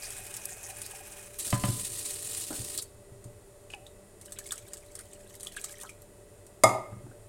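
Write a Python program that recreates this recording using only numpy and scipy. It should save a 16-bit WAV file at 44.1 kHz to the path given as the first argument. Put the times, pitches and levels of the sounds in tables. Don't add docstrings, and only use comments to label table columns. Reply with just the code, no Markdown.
import sys
import numpy as np
from scipy import signal
from scipy.fft import rfft, irfft
from scipy.io import wavfile

SR = 44100
rng = np.random.default_rng(int(sys.argv[2]) if len(sys.argv) > 2 else 0)


def to_wav(s):
    ch = np.atleast_2d(s).T
    pcm = np.round(np.clip(ch, -1, 1) * 32767)
    wavfile.write(sys.argv[1], SR, pcm.astype(np.int16))


N = 321048
TIME = np.arange(N) / SR


def from_db(db):
    return 10 ** (np.asarray(db) / 20)


def rms_one(x):
    return x / np.sqrt(np.mean(x ** 2) + 1e-20)


def between(start, stop, fade):
    opening = np.clip((TIME - start) / fade + .5, 0, 1)
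    closing = np.clip((stop - TIME) / fade + .5, 0, 1)
    return opening * closing


def at_hz(points, hz):
    table = np.array(points)
    return np.interp(np.log(hz), np.log(table[:, 0]), table[:, 1])


def drift(rate):
    step = 20
    r = np.exp(-2 * np.pi * rate * step / SR)
    noise = rng.standard_normal(N // step + 2002)
    slow = signal.lfilter([1], [1, -2 * r, r * r], noise)[2000:]
    return np.interp(np.arange(N) / step, np.arange(len(slow)), rms_one(slow))


def white():
    return rng.standard_normal(N)


def coloured(spectrum, source):
    hz = np.fft.rfftfreq(N, 1 / SR) + 1
    low_end = np.minimum(hz / spectrum[0][0], 1) ** 3
    high_end = np.minimum(spectrum[-1][0] / hz, 1) ** 3
    gain = from_db(at_hz(spectrum, hz)) * low_end * high_end
    return rms_one(irfft(rfft(source()) * gain, N))


def ring(x, hz, t60):
    r = from_db(-60 / (t60 * SR))
    w = 2 * np.pi * hz / SR
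    return signal.lfilter([0, np.sin(w)], [1, -2 * r * np.cos(w), r * r], x + 1e-18)


def add(track, s, sound):
    i = round(s * SR)
    track[i:i + len(sound)] += sound[:N - i]


BAND_EDGES = np.geomspace(22, 17000, 30)


def bands(low_hz, high_hz):
    return [signal.butter(2, [a, b], "band", fs=SR, output="sos")
            for a, b in zip(BAND_EDGES, BAND_EDGES[1:]) if b > low_hz and a < high_hz]


def spatter(spectrum, per_s, size_db, clump_db, clump_hz, mist):
    def bursts():
        out = 0
        for sos in bands(spectrum[0][0], spectrum[-1][0]):
            draw = rng.uniform(-1, 1, N) * SR / per_s
            born = np.flatnonzero(np.abs(draw) < 1)
            size = from_db(-size_db * np.log(np.abs(draw[born]) + .02))
            clicks = np.zeros(N)
            clicks[born] = np.sign(draw[born]) * size
            out = out + signal.sosfilt(sos, rms_one(clicks) + 1e-9)
        return out + mist * white()
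    return rms_one(coloured(spectrum, bursts) * from_db(clump_db * drift(clump_hz)))


def chirp(hz, t60, rise):
    t = TIME[:SR // 10]
    own_hz = hz * (1 + rise * np.minimum(t / t60, 1))
    phase = 2 * np.pi * np.cumsum(own_hz) / SR
    onset = 1 - np.exp(-t * hz)
    return np.sin(phase) * from_db(-60 * t / t60) * onset


def trickle(count, low_hz, high_hz, size_db, cycles):
    out = np.zeros(N)
    for when, pitch, size in rng.random((count, 3)):
        hz = low_hz * (high_hz / low_hz) ** pitch
        gain = from_db(size_db * size ** 2)
        add(out, when * TIME[-1], gain * chirp(hz, cycles / hz, rise=0.1))
    return rms_one(out)


def struck(blows, modes):
    s, blow_db, corner_hz = np.transpose(blows)
    out = np.zeros(N)
    for k, (hz, mode_db, t60) in enumerate(modes):
        clicks = np.zeros(N)
        softness = 1 + (hz / corner_hz) ** 2
        clicks[np.round(s * SR).astype(int)] = from_db(blow_db + mode_db) / softness
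        out += ring(clicks, hz, t60) * (-1) ** k
    return out


def thuds(blows, spectrum, decay_s):
    out, t, noise = np.zeros(N), TIME[:SR // 5], coloured(spectrum, white)
    for s, db, corner_hz in blows:
        burst = noise[round(s * SR):][:len(t)]
        dying = burst * np.exp(-t[:len(burst)] / decay_s)
        soft = signal.butter(1, min(corner_hz, SR / 3), fs=SR, output="sos")
        add(out, s, from_db(db) * signal.sosfilt(soft, dying))
    return out


def echoes(x, trips, t60_table):
    size = 2 * SR
    hz = np.fft.rfftfreq(size, 1 / SR)
    t60, response = at_hz(t60_table, hz + 1), 0
    for k, trip in enumerate(trips):
        loss = from_db(-60 * trip / t60)
        delay = np.exp(-2j * np.pi * hz * round(trip * SR) / SR)
        loop = loss * delay * (-1) ** k
        response = response + loop / (1 - loop)
    for trip in trips[:3]:
        lag = np.exp(-2j * np.pi * hz * round(trip * SR / 5) / SR)
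        response = response * (lag - .5) / (1 - .5 * lag)
    impulse = irfft(response, size)[:SR]
    return signal.fftconvolve(x, impulse / np.linalg.norm(impulse))[:N]


# f/Hz, level/dB
FAN_AIR = [(24, 6), (60, -3.5), (110, -7.5), (160, -11.5), (260, -12.5), (370, -3), (520, -13), (720, -14),
           (1100, -18), (2400, -26.5), (6200, -28), (8900, -17.5), (11500, -26.5), (15500, -34.5)]
# f/Hz, level/dB, width/Hz
FAN_HUM = [(105.1, -60, 15.5), (197.5, -68.5, 4.5), (396, -63, 5), (431, -65, 32), (480, -74.5, 3.5),
           (585, -63.5, 11), (650.5, -71.5, 18), (1956, -75.5, 51), (7100, -73.5, 400)]
# f/Hz, level/dB
MOTOR_TONES = [(587, -62.5), (2590, -81)]


def fan():
    air = from_db(-56.5) * coloured(FAN_AIR, white)
    hum = 0
    for hz, db, width in FAN_HUM:
        t60 = np.log(1000) / (np.pi * width)
        hum = hum + from_db(db) * rms_one(ring(white(), hz, t60))
    turns = np.cumsum(1 + 0.00197 * drift(2.3)) / SR
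    tones = sum(from_db(db) * rms_one(np.sin(2 * np.pi * hz * turns)) for hz, db in MOTOR_TONES)
    return air + hum + tones


# f/Hz, level/dB
FILL_SPECTRUM = [(560, -48), (950, -18), (1660, -8), (2280, -9), (2480, -4), (3020, -12), (4390, -15.5),
                 (8740, -2), (12000, -11.5), (15500, -17.5)]
# f/Hz, level/dB, t60/s
FILL_MODES = [(856, -11.5, 0.061), (1640, -14, 0.015), (1870, -24, 0.045), (2525, -13, 0.04),
              (2700, -31, 0.069)]
FILL_DB, FILL_FALL_DB_PER_S = -43, 5.5
FILL_END_S = 1.25
JET_ON_S, JET_OFF_S = 1.387, 2.803


def filling():
    fizz = spatter(FILL_SPECTRUM, per_s=300, size_db=4.0, clump_db=3.0, clump_hz=50, mist=1.0)
    fizz_db = FILL_DB - FILL_FALL_DB_PER_S * TIME
    wall = sum(from_db(db) * rms_one(ring(white(), hz, t60)) for hz, db, t60 in FILL_MODES)
    gurgle = trickle(count=220, low_hz=598, high_hz=1095, size_db=12, cycles=21)
    inside = (from_db(-49.5) * wall + from_db(-61.5) * gurgle) * between(-1, FILL_END_S, fade=0.11)
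    return from_db(fizz_db) * fizz * between(-1, JET_ON_S, fade=0.031) + inside


# t/s, level/dB, f/Hz, length/s
SPURTS_AND_GULPS = [(0.021, -26, 6100, 0.046), (.492, -25.5, 7500, 0.048), (0.631, -25, 7900, 0.041),
                    (0.837, -35, 4000, 0.033), (1.385, -20.5, 9300, 0.024), (2.778, -24, 4600, .02),
                    (2.816, -26.5, 8800, .014), (4.361, -43, 2930, 0.017), (4.518, -37, 1510, .014),
                    (4.984, -43.5, 1650, 0.024), (5.572, -35, 2680, 0.018), (5.831, -38.5, 1134, 0.03)]


def spurts_and_gulps(spread, cycles, count):
    out = np.zeros(N)
    for s, db, hz, length in SPURTS_AND_GULPS:
        for k, (when, pitch) in enumerate(rng.random((count, 2))):
            own_hz = hz * np.exp(spread * (2 * pitch - 1))
            own_s = s + length * (k + when) / count
            add(out, own_s, from_db(db) * chirp(own_hz, cycles / own_hz, rise=0.1))
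    return out


# t/s, level/dB (relative), pitch f/Hz
SINGLE_DROPS = [(.1045, -25, 8600), (0.34, -24.5, 8700), (.817, -23, 8740), (2.295, -29.5, 8650),
                (2.7867, -20, 8200), (2.823, -24.5, 9060), (3.242, -37.5, 8500), (3.866, -37.5, 3610),
                (4.258, -33.5, 8400), (4.3215, -25.5, 8040), (4.387, -25, 8350), (4.508, -27, 3470),
                (4.5205, -18, 7950), (4.7336, -25, 7930), (4.953, -27, 9000), (4.9905, -29, 9060),
                (5.431, -26, 9000), (5.4698, -26.5, 3290), (5.568, -29, 1600), (5.8123, -31, 8540),
                (5.8927, -35.5, 2330), (6.0193, -39, 11800), (6.466, -39, 8600)]
SPLASH_DB = -5.5


def drops(cycles, rise, swell_s, splash_s):
    out, t = np.zeros(N), TIME[:SR // 10]
    spray = coloured(POUR_SPECTRUM, white)
    shape = (1 - np.exp(-t / swell_s)) * np.exp(-t / splash_s) * from_db(SPLASH_DB)
    for s, db, hz in SINGLE_DROPS + stray_drops(count=10):
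        splash = spray[round(s * SR):][:len(t)] * shape
        add(out, s, from_db(db) * (chirp(hz, cycles / hz, rise) + splash))
    return out


# t/s, level/dB, contact corner f/Hz
SNAP_EVENTS = [(.3665, -26, 14000), (.4545, -22.5, 14000), (.8625, -30, 14000), (2.777, -20, 9000),
               (5.431, -45, 11900), (5.784, -42, 12000), (5.8335, -35, 9000)]
# f/Hz, level/dB
SNAP_SPECTRUM = [(4000, -17), (9000, 6), (12000, -1), (15500, -3)]


def snaps():
    return thuds(SNAP_EVENTS, SNAP_SPECTRUM, decay_s=0.0029)


# f/Hz, level/dB
JET_SPECTRUM = [(530, -27), (900, -16), (1580, -18.5), (1880, -12), (2250, -15), (2600, -9), (3070, -12),
                (3420, -9), (4130, -8), (6120, -8), (8650, 2.5), (11400, -8), (15500, -15.5)]
# f/Hz, level/dB
DRUM_SPECTRUM = [(50, -4), (105, 3), (170, -20), (250, -16), (340, -6.5), (450, -2.5), (600, -41),
                 (1000, -19)]
JET_DB, WOBBLE_DB, WOBBLE_HZ = -38, 1.0, 19
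CHOKE_DB, CHOKE_S = -3.5, 0.24


def jet():
    spray = spatter(JET_SPECTRUM, per_s=1800, size_db=5.0, clump_db=3.0, clump_hz=81, mist=0.84)
    drum = from_db(-53.0) * coloured(DRUM_SPECTRUM, white)
    closing = np.clip(1 - (JET_OFF_S - TIME) / CHOKE_S, 0, 1)
    flow_db = JET_DB + WOBBLE_DB * drift(WOBBLE_HZ) + CHOKE_DB * closing
    return (from_db(flow_db) * spray + drum) * between(JET_ON_S, JET_OFF_S, fade=0.004)


# t/s, level/dB (relative), contact corner f/Hz
SCUFF_EVENTS = [(1.467, -41, 500), (2.506, -34.5, 2500), (2.523, -38, 1200), (2.585, -45, 400),
                (6.925, -50, 3010), (7.065, -43, 500), (7.113, -48.5, 4000)]
# f/Hz, level/dB
SCUFF_SPECTRUM = [(120, -8.5), (330, 6), (600, -2), (850, -3.5), (1100, -19), (1500, -2.5), (2200, -33)]


def scuffs():
    return from_db(-1.0) * thuds(SCUFF_EVENTS, SCUFF_SPECTRUM, decay_s=0.017)


# t/s, level/dB (relative), contact corner f/Hz
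BUMP_EVENTS = [(1.527, -18, 2500), (1.637, -20.5, 3000), (1.68, -19.5, 198), (2.588, -28.5, 130),
               (3.115, -38.5, 150), (3.252, -33.5, 150), (6.92, -33.5, 203), (6.96, -36.5, 201),
               (7.035, -37, 196)]
# f/Hz, level/dB (relative), t60/s
BASIN_MODES = [(76, -23, 0.091), (110, 2, 0.1), (126.8, 0.5, .13), (194.4, -7.5, 0.24), (281, -8.5, 0.11),
               (390, -32, 0.042), (577, -15.5, 0.19), (713, -5.5, 0.033), (1015, -12, 0.33),
               (1206, -12.5, 0.13), (1710, -20.5, 0.14), (2030, -8, 0.036), (2630, -11.5, 0.047),
               (3050, -10, .05)]
# f/Hz, level/dB
THUD_SPECTRUM = [(45, 2), (100, 10), (200, 0.5), (350, 2), (480, -10.5), (750, -8.5), (1300, -6.5),
                 (2800, -12.5), (5000, -9)]


def basin_bumps():
    body = from_db(-10.5) * thuds(BUMP_EVENTS, THUD_SPECTRUM, decay_s=0.029)
    return from_db(0.5) * struck(BUMP_EVENTS, BASIN_MODES) + body


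# t/s, level/dB (relative), contact corner f/Hz
RIM_TOUCHES = [(3.702, -47, 7000), (3.728, -54, 14000), (3.7365, -34, 3500)]
# f/Hz, level/dB (relative), t60/s
STRAINER_MODES = [(1140, -30, 0.02), (1720, -12, 0.051), (2310, -12, 0.081), (2524, 3.5, 0.047),
                  (2645, 1, 0.055), (2910, 7.5, 0.022)]
# t/s, f/Hz, level/dB (relative)
SLOSH_NOTE = [(3.735, 916, -70), (3.74, 866, -43.5), (3.78, 724, -58), (3.87, 830, -64)]
# f/Hz, level/dB
SCRAPE_SPECTRUM = [(1500, -6), (4500, -4), (6000, -7), (8600, 1), (14000, -20)]
# f/Hz, level/dB
CRACK_SPECTRUM = [(300, -8), (800, 12.5), (1500, -25), (3000, -23), (5000, -17.5), (7000, -7.5),
                  (10000, -7), (15000, -24.5)]


def pot_on_strainer():
    s, hz, db = np.transpose(SLOSH_NOTE)
    phase = 2 * np.pi * np.cumsum(np.interp(TIME, s, hz)) / SR
    note = np.sin(phase) * from_db(np.interp(TIME, s, db)) * between(s[0], s[-1], fade=.005)
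    sliding = between(RIM_TOUCHES[0][0], RIM_TOUCHES[-1][0] + 0.016, fade=0.014)
    scrape = from_db(-51 + 3.7 * drift(120)) * coloured(SCRAPE_SPECTRUM, white) * sliding
    crack = from_db(-12.5) * thuds(RIM_TOUCHES, CRACK_SPECTRUM, decay_s=0.01)
    return from_db(-0.5) * (struck(RIM_TOUCHES, STRAINER_MODES) + scrape + note) + crack


STRAY_DROP_DB, STRAY_SPREAD_DB = -34, 1
STRAY_LOW_HZ, STRAY_HIGH_HZ = 7600, 9400
POUR_START_S, POUR_END_S = 4.21, 5.92


def stray_drops(count):
    slot_s = (POUR_END_S - POUR_START_S) / count
    rows = []
    for k, (when, size, pitch) in enumerate(rng.random((count, 3))):
        s = POUR_START_S + slot_s * (k + when)
        db = STRAY_DROP_DB + STRAY_SPREAD_DB * (2 * size - 1)
        rows.append((s, db, STRAY_LOW_HZ * (STRAY_HIGH_HZ / STRAY_LOW_HZ) ** pitch))
    return rows


# t/s at the crest, level/dB (relative)
POUR_TIPS = [(4.47, -55.5), (5.69, -50)]
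TIP_RISE_S, TIP_FALL_S = 0.17, 0.16
DRIBBLE_DB = -61


def pour_flow():
    surges = 0
    for s, db in POUR_TIPS:
        slope = np.minimum((TIME - s) / TIP_RISE_S, (s - TIME) / TIP_FALL_S)
        surges = surges + from_db(db) * np.exp(slope)
    return (from_db(DRIBBLE_DB) + surges) * between(POUR_START_S, POUR_END_S, fade=0.037)


# f/Hz, level/dB
POUR_SPECTRUM = [(590, -18), (1000, -19), (1220, -6.5), (1600, -19.5), (1730, -9.5), (2110, -18),
                 (3260, -10), (5400, -9), (8060, 0.5), (15500, -16.5)]


def pouring():
    patter = spatter(POUR_SPECTRUM, per_s=240, size_db=3.5, clump_db=7.0, clump_hz=63, mist=0.3)
    bubbles = trickle(count=1000, low_hz=1483, high_hz=8300, size_db=10.5, cycles=44)
    return pour_flow() * (from_db(1.0) * patter + from_db(-8) * bubbles)


# t/s, level/dB (relative), contact corner f/Hz
LANDING_BLOWS = [(6.6365, -0.5, 12000), (6.6445, -19.5, 2000), (6.692, -18.5, 4000), (6.744, -17.5, 1000)]
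# f/Hz, level/dB (relative), t60/s
POT_MODES = [(106, -32, 0.46), (119.8, -34, 0.36), (196.6, -33.5, 0.3), (372, -32, 0.246),
             (633, -13.5, 0.12), (673, -18, 0.099), (744, -19.5, 0.061), (808, -15, 0.064),
             (940, -39, 0.11), (1000, -25, 0.055), (1192, -17, 0.076), (1231.3, -20, 0.35),
             (1293, -23.5, 0.087), (1805, -34, .1), (1950, -31, 0.084), (2133, -20, 0.16),
             (3445, -35, 0.11), (3765, -33, 0.067), (4950, -24.5, 0.067), (5060, -30, 0.066),
             (6790, -19, 0.035), (7100, -23, 0.044)]
# f/Hz, level/dB
RATTLE_SPECTRUM = [(150, -17), (310, -4), (480, -10), (680, 1.5), (950, 3), (1300, -4), (1550, -32),
                   (2300, -21.5), (4000, -36)]


def pot_landing():
    crack = from_db(-7.5) * thuds(LANDING_BLOWS, CRACK_SPECTRUM, decay_s=0.0076)
    rattle = from_db(-22.5) * thuds(LANDING_BLOWS, RATTLE_SPECTRUM, decay_s=0.044)
    return from_db(3.5) * struck(LANDING_BLOWS, POT_MODES) + crack + rattle


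BASIN_TRIPS = [.0013, .0019, .0023, .0031, .0037, .0047]


def in_sink(x, wet_db, t60):
    wet = from_db(wet_db)
    return (x + wet * echoes(x, BASIN_TRIPS, [(1, t60)])) / np.sqrt(1 + wet ** 2)


ROOM_TRIPS = np.geomspace(.011, .053, 16)
# f/Hz, t60/s
KITCHEN_T60 = [(100, 0.82), (700, 0.47), (2000, 0.52), (8000, 0.3), (15000, 0.36)]


def kitchen(x):
    return echoes(x, ROOM_TRIPS, KITCHEN_T60)


def scene():
    clusters = spurts_and_gulps(spread=0.27, cycles=19.8, count=12)
    dripping = from_db(3.5) * drops(cycles=38, rise=0.14, swell_s=0.0017, splash_s=0.0027)
    wet_sources = filling() + clusters + dripping + jet() + pouring()
    water = in_sink(wet_sources, wet_db=-5, t60=0.081) + snaps()
    bumps = scuffs() + basin_bumps()
    clacks = pot_on_strainer()
    pot = pot_landing()
    sent = from_db(-19.5) * (water + clacks) + from_db(-13.5) * bumps + from_db(-11.0) * pot
    return (water + clacks + bumps + pot + kitchen(sent) + fan())[None]


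CUTOFF_HZ = 15900


def record(dry):
    low_pass = signal.ellip(10, .1, 80, CUTOFF_HZ, fs=SR, output="sos")
    return signal.sosfilt(low_pass, np.clip(dry, -1, 1))


dry = scene()
out = record(dry)
to_wav(out)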